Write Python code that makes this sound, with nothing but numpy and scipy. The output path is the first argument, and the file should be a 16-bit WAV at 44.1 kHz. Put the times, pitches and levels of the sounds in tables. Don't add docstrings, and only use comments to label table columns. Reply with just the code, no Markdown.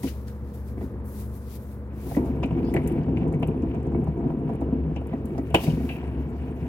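import sys
import numpy as np
from scipy import signal
from scipy.fft import rfft, irfft, next_fast_len
from scipy.io import wavfile
from scipy.ndimage import uniform_filter1d, map_coordinates

SR = 44100
rng = np.random.default_rng(int(sys.argv[2]) if len(sys.argv) > 2 else 0)


def master_out(mix):
    frames = np.transpose(np.atleast_2d(mix))
    ceiling = np.clip(frames, -1, 1)
    pcm = np.round(ceiling * 32767).astype(np.int16)
    wavfile.write(sys.argv[1], SR, pcm)


N = 294588


def amp(db):
    return 10 ** (np.asarray(db) / 20)


def unit(x):
    return x / np.sqrt(np.mean(x ** 2) + 1e-20)


def along(points, hz):
    f, value = np.transpose(points)
    return np.interp(np.log(hz + 1), np.log(f + 1), value)


def curves(rows):
    s, *columns = np.transpose(rows)
    return [np.interp(np.arange(N) / SR, s, column) for column in columns]


def wobble(rate):
    knots = rng.standard_normal(int(N * rate / SR) + 4)
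    return map_coordinates(knots, [np.arange(N) * rate / SR])


def filtered(x, response):
    m = next_fast_len(N + SR // 2)
    return irfft(rfft(x, m) * response(np.fft.rfftfreq(m, 1 / SR)), m)[..., :N]


def body(modes):
    def response(f):
        total = 0
        for k, (centre, width, db) in enumerate(modes):
            resonance = 1j * f * width / (centre * centre - f * f + 1j * f * width)
            total = total + (-1) ** k * amp(db) * resonance
        return total
    return response


def grit(per_s, spread_db):
    hit = rng.random(N) < per_s / SR
    return hit * amp(spread_db * rng.exponential(size=N)) * rng.standard_normal(N)


# t/s, rumble level/dB, grind level/dB, steel rattle level/dB
SPIN_LEVELS = [(1.9, -52, -71.5, -65.5), (2.07, -33.5, -47.5, -64), (2.19, -24, -42, -60.5),
               (2.3, -29.5, -48, -59), (2.82, -25.5, -45, -55.5), (3.0, -25, -45, -57),
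               (3.44, -26, -47, -60), (4.28, -27, -45.5, -59.5), (4.93, -31, -51, -61),
               (5.44, -33, -54, -61), (5.75, -29, -54, -52.5), (5.92, -35, -46, -55),
               (6.08, -33, -44, -55.5), (6.21, -33, -49.5, -58), (6.68, -34, -52.5, -56)]
# f/Hz, width/Hz, relative level/dB
WHEEL_MODES = [(52, 16, -6), (77.4, 22, -5), (120.5, 31, -5), (154, 23.3, 0), (238.2, 29, -2),
               (263, 21.8, 1), (329, 29, -3), (362.2, 34.4, -4), (440, 25.4, -6), (491.7, 53, -13.5),
               (540.7, 49, -18), (672.3, 56, -15.5), (782.7, 133, -21), (962.4, 88, -20.5)]
# f/Hz, width/Hz, relative level/dB
STEEL_MODES = [(1290, 220, -13.5), (1470, 170, -3.5), (1610, 150, -1.5), (1932, 180, -1.5),
               (2001, 86, -0.5), (2226, 100, -0.5), (2415, 130, -1), (2656, 89, -2), (2881, 98, 0),
               (3000, 490, -8.5), (3940, 440, -15), (4600, 1700, -20.5)]


def bearing():
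    rumble_db, grind_db, rattle_db = curves(SPIN_LEVELS)
    rollers = amp(.9 * wobble(9) + 1.6 * wobble(28)) * grit(1800, spread_db=1.8)
    loose_steel = amp(2.4 * wobble(14)) * grit(3000, spread_db=-0.5)
    tyre = body([mode for mode in WHEEL_MODES if mode[0] < 550])
    hub = body([mode for mode in WHEEL_MODES if mode[0] >= 550])
    steel = body(STEEL_MODES)

    def greased(hz):
        return 1 / (1 + 1j * hz / 1500) ** 2

    rumble = unit(filtered(rollers, lambda hz: tyre(hz) * greased(2.3 * hz)))
    grind = unit(filtered(rollers, lambda hz: hub(hz) * greased(hz)))
    rattle = unit(filtered(loose_steel, lambda hz: steel(hz) * greased(hz / 3)))
    spinning = np.arange(N) >= SPIN_LEVELS[0][0] * SR
    return spinning * (amp(rumble_db) * rumble + amp(grind_db) * grind + amp(rattle_db) * rattle)


def chance(count, against_db, spread_db, low_hz, high_hz):
    when, size, pitch = rng.random((count, 3)).T
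    first, last = SPIN_LEVELS[2][0], SPIN_LEVELS[-1][0]
    s = first + (np.arange(count) + when) / count * (last - first)
    rumble_db = np.interp(s, *np.transpose(SPIN_LEVELS)[:2])
    db = rumble_db + against_db + spread_db * (size - .5)
    return list(zip(s, db, low_hz * (high_hz / low_hz) ** pitch))


def blows(rows, modes, t60s, octaves, rise, rough, crack_db):
    out, t = np.zeros(N + SR), np.arange(SR // 8) / SR
    hz, _, mode_db = np.transpose(modes)
    for (s, db, centre_hz, *_), t60 in zip(rows, np.broadcast_to(t60s, len(rows))):
        near = np.exp(-.5 * (np.log2(hz / centre_hz) / octaves) ** 2)
        near = near + 0.16
        gain = near * amp(0.56 * mode_db + rng.normal(0, 1.8, len(hz)))
        phase = rng.uniform(0, 1.06, (len(hz), 1))
        ring = gain @ np.sin(2 * np.pi * hz[:, None] * t + phase)
        chatter = 1 + rough * unit(uniform_filter1d(rng.standard_normal(len(t)), size=60))
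        ring = ring * chatter * amp(-60 * t / t60) * (1 - np.exp(-t / rise)) ** 2
        contact = unit(np.convolve(rng.standard_normal(len(t)), np.hanning(18), "same"))
        crack = contact * amp(crack_db - 60 * t / 0.0087)
        out[round(s * SR):][:len(t)] += amp(db) * (ring / np.abs(ring).max() + crack)
    return out[:N]


# t/s, ring peak level/dB, centre f/Hz
THUD_BLOWS = [(0.036, -17, 256), (0.047, -22, 248), (0.771, -26.5, 314), (0.817, -27, 330),
              (0.836, -26, 250), (0.935, -31, 360), (2.059, -25, 155), (2.169, -8.5, 273),
              (2.22, -18.5, 262), (2.299, -17.5, 240), (2.384, -21, 118), (2.442, -14.5, 264),
              (2.521, -14.5, 145), (2.638, -19.5, 278), (2.747, -16.5, 343), (2.858, -19, 152),
              (2.926, -17.5, 247), (3.08, -21, 264), (3.215, -15, 167), (3.282, -18, 263), (3.34, -18, 159),
              (3.629, -16, 258), (3.928, -21, 261), (3.989, -20.5, 160), (4.081, -16.5, 157),
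              (4.272, -19, 283), (4.37, -22, 243), (4.496, -16.5, 176), (4.619, -21.5, 353),
              (4.726, -16, 257), (4.863, -21.5, 155), (5.136, -18.5, 246), (5.244, -22.5, 258),
              (5.386, -18, 280), (5.549, -12, 348), (5.636, -20, 229), (5.677, -9.5, 177),
              (5.702, -23, 151), (5.729, -19, 153), (5.797, -22, 243), (5.84, -20.5, 264),
              (6.622, -22, 142)]
# t/s, ring peak level/dB, centre f/Hz
HUB_KNOCKS = [(0.032, -30, 700), (0.774, -35, 570), (0.811, -30, 630), (2.113, -28, 684),
              (2.168, -19.5, 560), (2.281, -29, 654), (2.429, -20, 707), (2.507, -29, 964),
              (2.579, -33, 712), (2.742, -25.5, 686), (2.764, -20.5, 624), (3.084, -29.5, 660),
              (3.237, -31, 657), (3.322, -29, 643), (3.427, -18.5, 710), (3.485, -31, 658),
              (3.738, -32, 668), (3.921, -31, 648), (4.07, -25.5, 740), (4.301, -29, 760),
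              (4.492, -25.5, 675), (4.614, -24, 613), (4.963, -27.5, 654), (5.012, -30, 652),
              (5.131, -24.5, 720), (5.351, -31.5, 681), (5.38, -24.5, 644), (5.506, -33, 640),
              (5.543, -7, 700), (5.554, -14.5, 645), (5.633, -32, 640), (5.672, -27.5, 668),
              (5.898, -34, 700)]
# t/s, ring peak level/dB, centre f/Hz, t60/s
METAL_CLACKS = [(0.0318, -39.5, 1880, .03), (0.0714, -35.5, 3270, .09), (0.2818, -46.5, 1770, .07),
                (0.777, -49.5, 2100, .07), (0.815, -47.5, 2010, .07), (2.1485, -37, 1940, .04),
                (2.167, -36, 2060, .07), (2.4308, -28, 2570, .06), (2.4404, -27.5, 2600, .053),
                (2.5082, -38.5, 2540, .06), (2.739, -28.5, 2200, .06), (2.763, -22.5, 2130, .07),
                (2.9741, -44.5, 2190, .07), (3.1697, -35, 2460, .05), (3.2086, -43, 2580, .07),
                (3.3368, -40, 2150, .09), (3.4281, -27.5, 2620, .06), (3.48, -43.5, 2440, .07),
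                (3.5119, -45.5, 2480, .07), (3.6222, -47, 2500, .09), (3.7438, -47, 2410, .12),
                (3.9434, -42.5, 2150, .13), (4.9606, -37, 2630, .12), (5.132, -45, 1930, .08),
                (5.3832, -45.5, 1940, .1), (5.5039, -44.5, 2800, .07), (5.546, -9, 2620, .03),
                (5.5545, -16.5, 2840, .056), (5.6364, -35, 2830, .11), (5.665, -32, 2430, .08),
                (5.6988, -37, 2970, .08), (5.89, -26.5, 2580, .12), (5.91, -34, 2620, .22),
                (5.96, -40.5, 2510, .12)]
THUD_T60, KNOCK_T60 = .098, .058


def loose_parts():
    thuds = THUD_BLOWS + chance(count=18, against_db=5, spread_db=6, low_hz=120, high_hz=290)
    knocks = HUB_KNOCKS + chance(count=8, against_db=-9, spread_db=8, low_hz=640, high_hz=760)
    clack_t60s = [row[-1] for row in METAL_CLACKS]
    return (blows(thuds, WHEEL_MODES, THUD_T60, octaves=0.32, rise=0.0027, rough=0.012, crack_db=-46)
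            + blows(knocks, WHEEL_MODES, KNOCK_T60, octaves=0.38, rise=0.0008, rough=0.12, crack_db=-22.5)
            + blows(METAL_CLACKS, STEEL_MODES, clack_t60s, octaves=0.11, rise=0.00058, rough=0.16,
                    crack_db=-9))


# t/s, starting level/dB, centre f/Hz
GRIT_TICKS = [(0.0328, -43, 10300), (0.2816, -49.5, 5550), (2.2557, -52.5, 11260), (2.4307, -53, 5200),
              (2.436, -48, 5200), (2.4592, -55.5, 9020), (2.6493, -54.5, 5240), (2.7395, -38, 10330),
              (2.8749, -36.5, 10900), (2.9217, -52.5, 12400), (3.2794, -58.5, 8240), (3.326, -53.5, 9000),
              (3.398, -58.5, 10900), (3.425, -56, 9690), (3.473, -47, 10870), (3.6222, -60.5, 6370),
              (3.8297, -61, 8600), (4.043, -58.5, 9690), (4.5346, -61, 10400), (4.554, -59, 10700),
              (4.6084, -58.5, 9000), (4.9606, -55, 5480), (5.0704, -53, 10850), (5.256, -48, 11130),
              (5.3812, -51, 5220), (5.5024, -55, 8680), (5.5448, -28.5, 7020)]
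TICK_T60 = .035


def ticks():
    out, t = np.zeros(N + SR), np.arange(4096) / SR
    hz = np.fft.rfftfreq(4096, 1 / SR) + 1
    random_ticks = chance(count=20, against_db=-36, spread_db=7, low_hz=5200, high_hz=10500)
    for s, db, centre_hz in GRIT_TICKS + random_ticks:
        band = np.exp(-.5 * (np.log2(hz / centre_hz) / .5) ** 2)
        shape = band / (1 + (hz / 12500) ** 6)
        burst = unit(irfft(rfft(rng.standard_normal(4096)) * shape))
        out[round(s * SR):][:4096] += amp(db - 60 * t / TICK_T60) * burst
    return out[:N]


# start t/s, end t/s, from f/Hz, to f/Hz, peak level/dB
RUBBER_SQUEAKS = [(2.63, 2.73, 4600, 5300, -58), (2.62, 2.72, 4300, 4700, -62),
                  (2.65, 2.73, 3300, 3600, -60), (2.66, 2.73, 9300, 10200, -71),
                  (2.57, 2.61, 11500, 12800, -68), (6.17, 6.22, 12000, 12300, -72)]


def squeaks():
    out, t = np.zeros(N), np.arange(N) / SR
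    for start, end, from_hz, to_hz, db in RUBBER_SQUEAKS:
        u = np.clip((t - start) / (end - start), 0, 1)
        hz = (from_hz + (to_hz - from_hz) * u) * (1 + .022 * wobble(400))
        out += amp(db) * np.sin(np.pi * u) * np.sin(2 * np.pi * np.cumsum(hz) / SR)
    return out


def apart(source, shared):
    common, left, right = source(), source(), source()
    return unit(np.array([left, right]) + shared * common) * amp([[2.6], [-2.6]])


# f/Hz, relative level/dB per Hz
CLOTH_SPECTRUM = [(1060, -28), (1800, -8), (2410, -5.5), (2620, -8.5), (8060, -5.5), (12500, 2),
                  (15100, -1.5), (16000, 0.5)]
# start t/s, peak t/s, time to fall 20 dB/s, level/dB, rasp against it/dB
CLOTH_STROKES = [(-0.02, 0.0, 0.55, -54, -8), (0.024, 0.034, 0.1, -48, -2), (0.03, 0.088, 0.04, -51, 2.5),
                 (0.262, 0.28, 0.07, -58.5, -1.5), (0.4, 0.5, 0.1, -69, -2),
                 (0.53, 0.542, 0.17, -55.5, -11), (0.64, 0.684, 0.08, -57, -8),
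                 (0.75, 0.834, 0.12, -57.5, -7), (1.035, 1.06, 0.25, -53, -24),
                 (1.04, 1.208, 0.1, -48.5, -10), (1.29, 1.366, 0.065, -52, -14),
                 (1.4, 1.52, 0.1, -52.5, -6), (1.5, 1.56, 0.035, -51, -9), (1.59, 1.628, 0.25, -58.5, -15),
                 (1.64, 1.726, 0.08, -62, -8), (1.9, 2.112, 0.16, -47.5, -8), (2.11, 2.166, 0.018, -54, -4),
                 (2.24, 2.26, 0.09, -61, -3), (2.34, 2.36, 0.05, -68, -5), (5.25, 5.26, 0.025, -59, -9),
                 (5.372, 5.38, 0.025, -59, -20), (5.54, 5.546, 0.035, -35.5, -5),
                 (5.56, 5.644, 0.015, -44, -5), (5.57, 5.654, 0.18, -48, 1), (5.75, 5.868, 0.15, -56, -9),
                 (5.84, 5.945, 0.05, -59, -9)]
STROKE_RISE = 1.5


def rustle():
    fibres = apart(lambda: grit(12000, spread_db=1.34), shared=0.27)

    def bright(hz):
        return 1 / (1 + (6200 / (hz + 1)) ** 6)

    fine = unit(filtered(fibres, lambda hz: amp(along(CLOTH_SPECTRUM, hz)) * bright(hz)))
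    rasp = unit(filtered(fibres, lambda hz: amp(along(CLOTH_SPECTRUM, hz)) * (1 - bright(hz))))
    t = np.arange(0, N / SR, .001)
    start, peak, fall, db, rasp_db = np.transpose(CLOTH_STROKES)[:, :, None]
    swell = np.clip((t - start) / np.maximum(peak - start, .002), 0, 1) ** STROKE_RISE
    strokes = swell * amp(db - 20 * np.clip((t - peak) / fall, 0, None))
    light = strokes.sum(axis=0)
    firm = (amp(rasp_db) * strokes).sum(axis=0)
    light, firm = curves(np.transpose([t, light, firm]))
    return light * fine + firm * rasp


# f/Hz, t60/s
WALL_DECAY = [(150, 0.37), (1500, 0.34), (10000, 0.23)]


def echo(x):
    hz, t, z = signal.stft(np.pad(x, (500, 0))[:N], SR, nperseg=256)
    keep = amp(-120 * (t[1] - t[0]) / along(WALL_DECAY, hz))
    power = np.array([signal.lfilter([1 - k], [1, -k], p) for k, p in zip(keep, np.abs(z) ** 2)])
    noise = signal.stft(rng.standard_normal(N), SR, nperseg=256)[2]
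    noise_rms = np.sqrt(np.mean(np.abs(noise) ** 2))
    return signal.istft(np.sqrt(power) * noise / noise_rms, SR, nperseg=256)[1][:N]


# t/s, level/dB
DRONE_LEVEL = [(0.0, -63), (0.05, -33), (2.22, -33), (2.29, -26), (2.4, -30), (3.1, -32), (3.3, -37),
               (4.1, -30), (4.3, -38), (4.67, -31), (5.0, -31), (5.26, -37), (5.47, -29), (5.68, -37),
               (5.84, -28), (5.95, -34), (6.2, -29), (6.68, -33)]
# f/Hz, level/dB (the first against the drone level, the others against a fixed one)
HUM_LINES = [(70, 0.5), (118.4, -9.5), (209.9, -10.5), (479, -22)]
# f/Hz, relative level/dB per Hz
HALL_SPECTRUM = [(15, -48), (25, -56.5), (49, -4), (81, -3.5), (165, -11.5), (220, -8.5), (299, -15),
                 (488, -18), (777, -30.5), (907, -27), (1970, -40), (2810, -52.5), (5000, -61.5),
                 (6500, -89), (11000, -120)]
# first swell t/s, last swell t/s, level against the drone/dB
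TYRE_THROBS = [(3.46, 4.11, -2), (4.67, 4.99, -5), (6.07, 6.34, -6)]
THROB_HZ, THROB_FADE_S = 6.2, .12


def workshop():
    t = np.arange(N) / SR
    level_db, = curves(DRONE_LEVEL)
    phases = [2 * np.pi * hz * t + .6 * wobble(5) for hz, db in HUM_LINES]
    lines = [amp(db + 1.5 * wobble(6)) * np.sin(phase) for phase, (hz, db) in zip(phases, HUM_LINES)]
    throb = np.zeros(N)
    for first, last, db in TYRE_THROBS:
        fade = np.clip(1 + np.minimum(t - first, last - t) / THROB_FADE_S, 0, 1)
        throb += amp(db) * fade * np.sin(phases[0] + 2 * np.pi * THROB_HZ * (t - first))
    hum = amp(level_db) * (lines[0] + throb) + amp(-32) * sum(lines[1:])
    hall = unit(filtered(rng.standard_normal(N), lambda hz: amp(along(HALL_SPECTRUM, hz))))
    drift_db = .8 * wobble(3)
    return hum + amp(-38.5 + drift_db) * hall


# t/s, level/dB
AIR_LEVEL = [(0.0, -59), (0.32, -76), (1.1, -74), (1.25, -63), (1.58, -65), (1.8, -77), (2.83, -66),
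             (3.05, -72), (4.2, -75), (5.0, -76), (5.3, -68), (5.77, -65), (5.97, -70), (6.68, -67)]
# f/Hz, relative level/dB per Hz
HISS_SPECTRUM = [(2060, -25.5), (3500, -6), (5750, -8), (8860, -5), (12100, -5.5), (15100, -7), (16000, -8)]


def air():
    z = signal.stft(apart(lambda: rng.standard_normal(N), shared=0.36), nperseg=512)[2]
    field = uniform_filter1d(rng.standard_normal(z.shape[1:]), size=45, axis=0)
    field = uniform_filter1d(field, size=4, axis=1)
    pair = signal.istft(z * amp(3.5 * unit(field)), nperseg=512)[1][:, :N]
    hiss = unit(filtered(pair, lambda hz: amp(along(HISS_SPECTRUM, hz))))
    return amp(curves(AIR_LEVEL)[0]) * hiss


def scattered(x):
    z = signal.stft(x, nperseg=128)[2]
    turned = z * np.exp(2j * np.pi * rng.random(z.shape))
    return 1.06 * signal.istft(turned, nperseg=128)[1][:N]


# f/Hz, left-right correlation
PORT_LIKENESS = [(60, 1), (300, 0.97), (520, 0.84), (1000, 0.48), (2200, 0.55), (4500, 0.22), (15000, 0.7)]
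# f/Hz, left minus right level/dB
PORT_TILT = [(60, 1.5), (300, 1.35), (650, -3), (1200, -1), (2400, 4.5), (6000, 2.5), (15000, 12)]
# f/Hz, left leads by/rad
PORT_LEAD = [(60, 0.24), (300, 0.21), (520, 0.27), (1120, 0.99), (2070, 1.73), (3000, 2.01), (16000, 2.1)]


def ports(x):
    def turn(hz):
        return np.arccos(np.clip(along(PORT_LIKENESS, hz), -1, 1)) / 2

    direct, loose = filtered(x, lambda hz: np.array([np.cos(turn(hz)), np.sin(turn(hz))]))
    loose = scattered(loose)
    side = np.array([[.5], [-.5]])
    return filtered(np.array([direct + loose, direct - loose]),
                    lambda hz: amp(side * along(PORT_TILT, hz)) * np.exp(1j * side * along(PORT_LEAD, hz)))


def scene():
    hits = loose_parts() + ticks() + squeaks()
    walls = amp(-13.5) * echo(hits)
    return ports(bearing() + hits + walls + workshop()) + rustle() + air()


TOP_HZ = 15830


def record(dry):
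    return filtered(dry, lambda hz: (hz < TOP_HZ) / (1 + (36 / (hz + 1)) ** 3))


dry = scene()
out = record(dry)
master_out(out)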